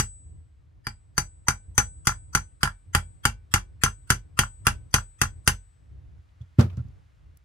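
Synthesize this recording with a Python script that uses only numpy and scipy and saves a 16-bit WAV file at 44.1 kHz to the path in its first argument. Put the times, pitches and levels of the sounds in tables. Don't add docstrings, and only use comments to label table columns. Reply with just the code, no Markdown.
import sys
import numpy as np
from scipy import signal
from scipy.io import wavfile
from scipy.ndimage import uniform_filter1d

SR = 44100
rng = np.random.default_rng(int(sys.argv[2]) if len(sys.argv) > 2 else 0)


def generate_wav(sig):
    pcm = np.round(np.clip(np.atleast_2d(sig).T, -1, 1) * 32767).astype(np.int16)
    wavfile.write(sys.argv[1], SR, pcm)


def convert_level_to_amplitude(level_db):
    exponent = np.asarray(level_db, float) / 20
    return 10 ** exponent


N = 328104

# start_s, force_db, anvil_clack_db, punch_ring_db, head_song_db
TAPS = [(-0.004, -16.5, -10, -25.5, -40), (0.868, -37, -14, -48.5, -60.5), (1.1791, -20, -6.5, -25, -49.5),
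        (1.483, -19, -3.5, -24.5, -51), (1.779, -14.5, -3.5, -19, -41.5), (2.0704, -16, -4, -24, -46),
        (2.3494, -18, -4, -24, -52), (2.631, -18.5, -4, -37.5, -55), (2.9487, -17.5, -2.5, -44, -49.5),
        (3.2527, -17.5, -3, -33, -69.5), (3.5387, -15, -4.5, -26, -65.5),
        (3.8356, -15.5, -5.5, -23.5, -49.5), (4.1023, -14.5, -5, -27, -64),
        (4.3899, -15.5, -3.5, -23.5, -45.5), (4.6678, -16, -3, -32.5, -57.5),
        (4.9404, -14, -5, -24.5, -47.5), (5.215, -17.5, -5, -26, -54.5), (5.4754, -12.5, -6, -26, -53)]
# start_s, level_db, brightness_db (against the thud), push_ms
THUDS = [(6.403, -22.5, -43, 9.4), (6.5847, -4, -27, 1.47), (6.592, -33.5, 11, 3.4),
         (6.607, -26, -4.5, 1.5), (6.637, -16.5, -46, 4.8), (6.647, -21.5, -43, 2.9), (6.699, -43, -9.5, 9),
         (6.726, -32.5, -23, 7.4), (6.771, -19.5, -30.5, 4.8), (6.793, -16, -44, 8.8),
         (6.845, -27.5, -39, 6.3), (6.876, -33, -43, 6.9)]
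# pitch_hz, level_db, t60_s (time to fall 60 dB), left_minus_right_db
ANVIL = [(1035, -11, .035, -1.5), (1385, -11, .05, -.6), (1420, 5, .009, -.4), (1655, -11, .035, .4),
         (1220, -13, .03, -1), (826, -17, .06, -3), (2088, -16, .05, .7), (1520, -15, .04, 0),
         (1750, -14, .03, .5), (2340, -17, .04, 1), (1515, -43, .31, 4.5), (2310, -49, .3, 2)]
# pitch_hz, level_db (per Hz)
CRACK = [(240, -42), (400, -12.5), (680, -29), (1460, -5), (3880, -21.5), (6190, -14.5), (7120, -14),
         (14600, -29), (16500, -44)]

USUAL_FORCE_DB = -18
THUMP_PER_FORCE = 0.46


def read(points, hz):
    f, value = np.transpose(points)
    return np.interp(np.log(hz + 1), np.log(f + 1), value)


def evened(x):
    return x / np.sqrt(np.mean(x ** 2) + 1e-20)


def add(mix, s, sound):
    at = round(s * SR)
    sound = sound[:, max(-at, 0):]
    part = mix[:, max(at, 0):][:, :sound.shape[1]]
    part += sound[:, :part.shape[1]]


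def ring(modes, push_ms, spread_db, detune, scatter):
    hz, db, t60, pan_db = np.transpose(modes)[:, :, None, None]
    luck = rng.standard_normal((len(modes), 4, 1))
    lag_s = np.array([[0], [0.00011]])
    t = np.maximum(np.arange(round(0.4 * SR)) / SR - lag_s, 0)
    level_db = db + spread_db * luck[:, :1] + pan_db * np.array([[0.5], [-0.5]]) - 60 * t / t60
    phase = 2 * np.pi * hz * (1 + detune * luck[:, 1:2]) * t + scatter * luck[:, 2:]
    waves = convert_level_to_amplitude(level_db) * np.sin(phase)
    return waves.sum(0) * np.minimum(t / (push_ms / 1000), 1) ** 2


def burst(spectrum, seconds, t60):
    noise = rng.standard_normal((2, round(seconds * SR)))
    hz, t, z = signal.stft(noise, SR, nperseg=256)
    colour = evened(convert_level_to_amplitude(read(spectrum, hz)))
    decay = convert_level_to_amplitude(-60 * t / read(t60, hz)[:, None])
    return signal.istft(z * colour[:, None] * decay, SR, nperseg=256)[1]


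def crack(spectrum, t60):
    t = np.arange(round(0.4 * SR)) / SR
    noise = burst(spectrum, 0.41, [(20, 9), (20000, 9)])[:, :len(t)]
    return noise * convert_level_to_amplitude(-60 * t / t60) * np.minimum(t / 0.0023, 1)


def room(sound, wet_db):
    # pitch_hz, t60_s
    echo_times = [(100, 0.11), (420, 0.27), (1100, 0.11), (2900, 0.14), (7700, 0.13), (15000, 0.099)]
    tail = burst([(20, -37.5), (150, -1.5), (600, -6.0), (20000, -8.0)], 0.38, echo_times)
    tail = tail * np.minimum(np.arange(tail.shape[1]) / (0.016 * SR), 1)
    tail = tail / np.linalg.norm(tail[0])
    wet = signal.fftconvolve(sound, tail, axes=1)[:, :sound.shape[1]]
    return sound + convert_level_to_amplitude(wet_db) * wet


def shaking(t):
    power = np.ones(len(t))
    for s, force_db, *_ in TAPS:
        shake_db = 2 + THUMP_PER_FORCE * (force_db - USUAL_FORCE_DB)
        power += (t > s) * convert_level_to_amplitude(shake_db - 60 * abs(t - s) / 5) ** 2
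    for s, db, *_ in THUDS:
        power += (t > s) * convert_level_to_amplitude(20.5 + db - 60 * abs(t - s) / 1.5) ** 2
    lumps = evened(uniform_filter1d(rng.standard_normal(len(t)), size=15))
    return 10 * np.log10(power) + 4.33 * lumps


def room_tone():
    # pitch_hz, level_db (per Hz)
    tone_colour = [(15, -33.5), (26, -12), (43, -19), (56, -0.5), (80, -0.5), (142, -14.5), (232, -32),
                   (296, -23), (330, -30.5), (900, -37.5), (1090, -38), (2090, -43.5), (3230, -48.5),
                   (8140, -57.5), (16500, -71.5)]
    # pitch_hz, likeness (1 = the same)
    likeness = [(60, 1), (240, -0.29), (950, -0.43), (3770, 0.86), (15000, 0.0051)]
    # time_s, level_db
    hiss = [(0, -5), (5.5, -0.5), (6.1, -0.5), (6.501, 1.5), (6.8, 3.5), (7.05, 1.5), (7.44, -0.5)]
    frames, hz = N // 512 + 5, np.fft.rfftfreq(2048, 1 / SR)
    a, b, c, d, patches = rng.standard_normal((frames, 1025, 5)).T
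    patches = evened(uniform_filter1d(uniform_filter1d(patches, 9, 0), 7, 1))
    t = np.arange(frames) * 512 / SR
    rumble_db, hiss_db = shaking(t), np.interp(t, *np.transpose(hiss))
    rumble_db = rumble_db - rumble_db.mean()
    low = np.clip(1.1 - hz / 1200, 0, 1)[:, None]
    same = np.clip(read(likeness, hz), -1, 1)[:, None]
    left = a + 1j * b
    right = same * left + np.sqrt(1 - same ** 2) * (c + 1j * d)
    level_db = read(tone_colour, hz)[:, None] + 0.5 * patches + low * rumble_db + (1 - low) * hiss_db
    z = np.array([left, right]) * convert_level_to_amplitude(level_db)
    return convert_level_to_amplitude(-48) * evened(signal.istft(z, nperseg=2048, noverlap=1536)[1][:, :N])


def taps():
    # time_s, firmness_db
    seat = [(0, -5), (1.2, -7), (1.5, -7), (1.8, -3.5), (2.35, -6.5), (2.65, 4), (4.1, 2), (4.4, 5),
            (5.5, 1.5)]
    # pitch_hz, level_db, t60_s, left_minus_right_db
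    upper = [(2760, -9, .05, 1.2), (2970, -8, .03, 1.5), (3170, -10, .04, 1.8), (3320, -9, .035, 2.5),
             (2560, -14, .04, 1)]
    shank = [(4600, -7, .025, 4.5), (4770, -5, .045, 5), (4925, -4, .035, 4), (4840, -8, .02, 5)]
    punch = [(5945, -9, .03, 4), (6117, -6, .13, 10), (6075, -12, .09, 6), (6150, -3, .045, 6)]
    treble = [(7250, -12, .015, -1.5), (7630, -8, .018, -1.2), (8260, -14, .03, -1.6),
              (8620, -7, .015, -2.5), (8950, -13, .03, -2.2), (9385, -9, .03, -1.8), (9745, -14, .04, -.7),
              (10150, -14, .02, .4), (10550, -15, .07, .6), (11400, -15, .02, 1.5), (12700, -11, .025, 6),
              (15000, -15, .015, 4)]
    bench_modes = [(45.2, -7, 0.38, -0.92), (76.7, -3.5, 0.19, -1.1), (98.3, -8, 0.29, -1.2),
                   (125.6, -1, .14, -1.4), (151, -16, 0.094, -1.6), (196.3, -12.5, 0.19, -1.3),
                   (280, -17.5, 0.1, .3), (376, -12, 0.07, -0.27)]
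    steel, bench = np.zeros((2, 2, N))
    for s, force_db, clack_db, punch_db, _ in TAPS:
        seat_db = np.interp(s, *np.transpose(seat))
        extra_db = force_db - USUAL_FORCE_DB
        upper_db = -19.5 + seat_db + 0.37 * extra_db
        shank_db = -17.5 + 0.17 * extra_db
        thump_db = -24 + 0.2 * seat_db + THUMP_PER_FORCE * extra_db

        low = convert_level_to_amplitude(clack_db - 2.5) * ring(ANVIL, 1.0, 1.5, 0.003, 0.35)
        low += convert_level_to_amplitude(upper_db + 3.0) * ring(upper, 0.57, 1.7, 0.0089, 0.7)
        low += convert_level_to_amplitude(shank_db) * ring(shank, 0.75, 1.4, 0.0031, 1.0)
        low += convert_level_to_amplitude(punch_db + 8) * ring(punch, 1.1, 0.93, 0.0015, 0.78)
        rattle = convert_level_to_amplitude(-0.5) * crack(CRACK, 0.0043) + convert_level_to_amplitude(-5.0) * crack(CRACK, 0.063)
        high = convert_level_to_amplitude(force_db + 6) * (ring(treble, 0.6, 2, 0.006, 2.5) + rattle)
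        add(steel, s, low + high)
        add(bench, s + 0.002, convert_level_to_amplitude(thump_db + 4.5) * ring(bench_modes, 1.5, 0.29, 0.051, 0.026))
    return room(steel, -12.0) + bench


def song():
    # time_s, left_minus_right_db, left_lead_radians
    song_side = [(0, 3.8, -2.0), (2.1, 3.1, -2.3), (2.7, 5, -3.1), (4, 7.5, -3), (5.5, 8, -2.8)]
    pitch_hz, t60_s = 7900, 0.69
    s, db, t = np.transpose(TAPS)[0], np.transpose(TAPS)[-1], np.arange(N) / SR
    last = np.searchsorted(s, t) - 1
    level_db = uniform_filter1d(db[last] + 5.5 - 60 * (t - s[last]) / t60_s, 201)
    when, pan_db, lead = np.transpose(song_side)
    sides = np.array([[0.5], [-0.5]])
    fresh_start = rng.random(len(s))[last]
    phase = 2 * np.pi * (pitch_hz * t + fresh_start) + np.interp(t, when, lead) * sides
    return convert_level_to_amplitude(level_db + np.interp(t, when, pan_db) * sides) * np.sin(phase)


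def bounces():
    # start_s, level_db
    landings = [(0.01, -37.5), (1.506, -18), (1.799, -16.5), (1.812, -22.5), (2.093, -14.5), (2.119, -22.5),
                (2.372, -19.5), (2.654, -14), (2.674, -16.5), (2.964, -32.5), (2.984, -28), (3.268, -23.5),
                (3.28, -36), (3.559, -13), (3.578, -26.5), (3.861, -14), (3.88, -23.5), (4.119, -18),
                (4.135, -30.5), (4.413, -19.5), (4.434, -17.5), (4.681, -12), (4.961, -14.5), (4.983, -20),
                (5.235, -16.5), (5.254, -25), (5.494, -18)]
    out = np.zeros((2, N))
    for s, db in landings:
        landing = ring(ANVIL[:5], 1.2, 1.5, 0.01, 0.4) + convert_level_to_amplitude(-18) * crack(CRACK, 0.03)
        add(out, s, convert_level_to_amplitude(db + 3) * landing)
    return room(out, -12.5)


def laying_down():
    # start_s, level_db, pitch_hz, t60_s, width_octaves
    ticks = [
        (6.288, -67.5, 3000, 0.042, 1),
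        (6.412, -60.5, 3420, 0.065, 0.19),
        (6.414, -66, 5890, 0.048, 1.2),
        (6.608, -25.5, 4800, 0.021, 1.1),
        (6.697, -50.5, 2600, 0.048, 0.98),
        (6.769, -49, 5900, 0.017, 1.6),
        (6.788, -51.5, 1390, 0.076, .12),
        (6.884, -61, 6000, 0.016, 1.5),
        (7.371, -44, 12020, 0.013, 3.8),
    ]
    # pitch_hz, level_db, t60_s, left_minus_right_db
    pad = [(87.8, -14.5, 0.41, -1.5), (118, 9.5, 0.055, -1.2), (171.2, -7, 0.12, -1.4),
           (241, -4.5, 0.12, -1), (351, -9, 0.078, -.6), (604, -19, 0.14, -.4), (1068, -24, 0.094, .3),
           (1360, -29.5, .07, -0.002)]
    # pitch_hz, level_db (per Hz)
    scuff = [(180, -43.5), (300, -9), (614, -6), (701, -16.5), (1360, -14.5), (1780, -22), (4750, -31),
             (16000, -45.5)]
    out = np.zeros((2, N))
    for s, db, bright_db, push_ms in THUDS:
        progress = np.minimum(np.arange(0.012 * SR) / (push_ms * SR / 1000), 1)
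        push = np.sin(np.pi * progress) ** 2
        thud = signal.oaconvolve(ring(pad, 3.6, 1.8, 0.039, 0.057), push[None] / push.sum())
        thud = thud[:, :round(0.4 * SR)]
        add(out, s, convert_level_to_amplitude(db) * (-thud + convert_level_to_amplitude(bright_db) * crack(scuff, 0.16)))
    for s, db, hz, t60, octaves in ticks:
        peak = [(hz / 4 ** octaves, -48), (hz, 0), (hz * 4 ** octaves, -48)]
        add(out, s, convert_level_to_amplitude(db) * crack(peak, t60))
    out = signal.sosfilt(signal.butter(2, 68, "high", fs=SR, output="sos"), out)
    return room(out, -30.0)


def scene():
    return taps() + bounces() + song() + laying_down() + room_tone()


def smear(x, grain_db, patchy_db):
    size = abs(signal.stft(x, nperseg=2048, noverlap=1024)[2])
    jump = np.maximum(np.diff(size, axis=2, prepend=1), 0)
    bands = np.repeat(rng.standard_normal((2, 65, size.shape[2])), 16, axis=1)[:, :1025]
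    grain = uniform_filter1d(jump, 5, axis=1) * convert_level_to_amplitude(grain_db + patchy_db * bands)
    grain[:, :40] = 0
    grain = grain * np.exp(2j * np.pi * rng.random(size.shape))
    return x + signal.istft(grain, nperseg=2048, noverlap=1024)[1][:, :N]


def band_limit(x):
    return signal.sosfilt(signal.butter(12, 16860, fs=SR, output="sos"), x)


def record(dry):
    x = signal.sosfilt(signal.butter(2, 40, "high", fs=SR, output="sos"), dry)
    x = smear(np.clip(x, -1, 1), grain_db=-27.5, patchy_db=7.5)
    treble_limit = signal.firwin(255, 16550, window=("kaiser", 7), fs=SR)
    x = signal.oaconvolve(x, treble_limit[None], "same")
    return band_limit(np.clip(x, -1, 1))


dry = scene()
out = record(dry)
generate_wav(out)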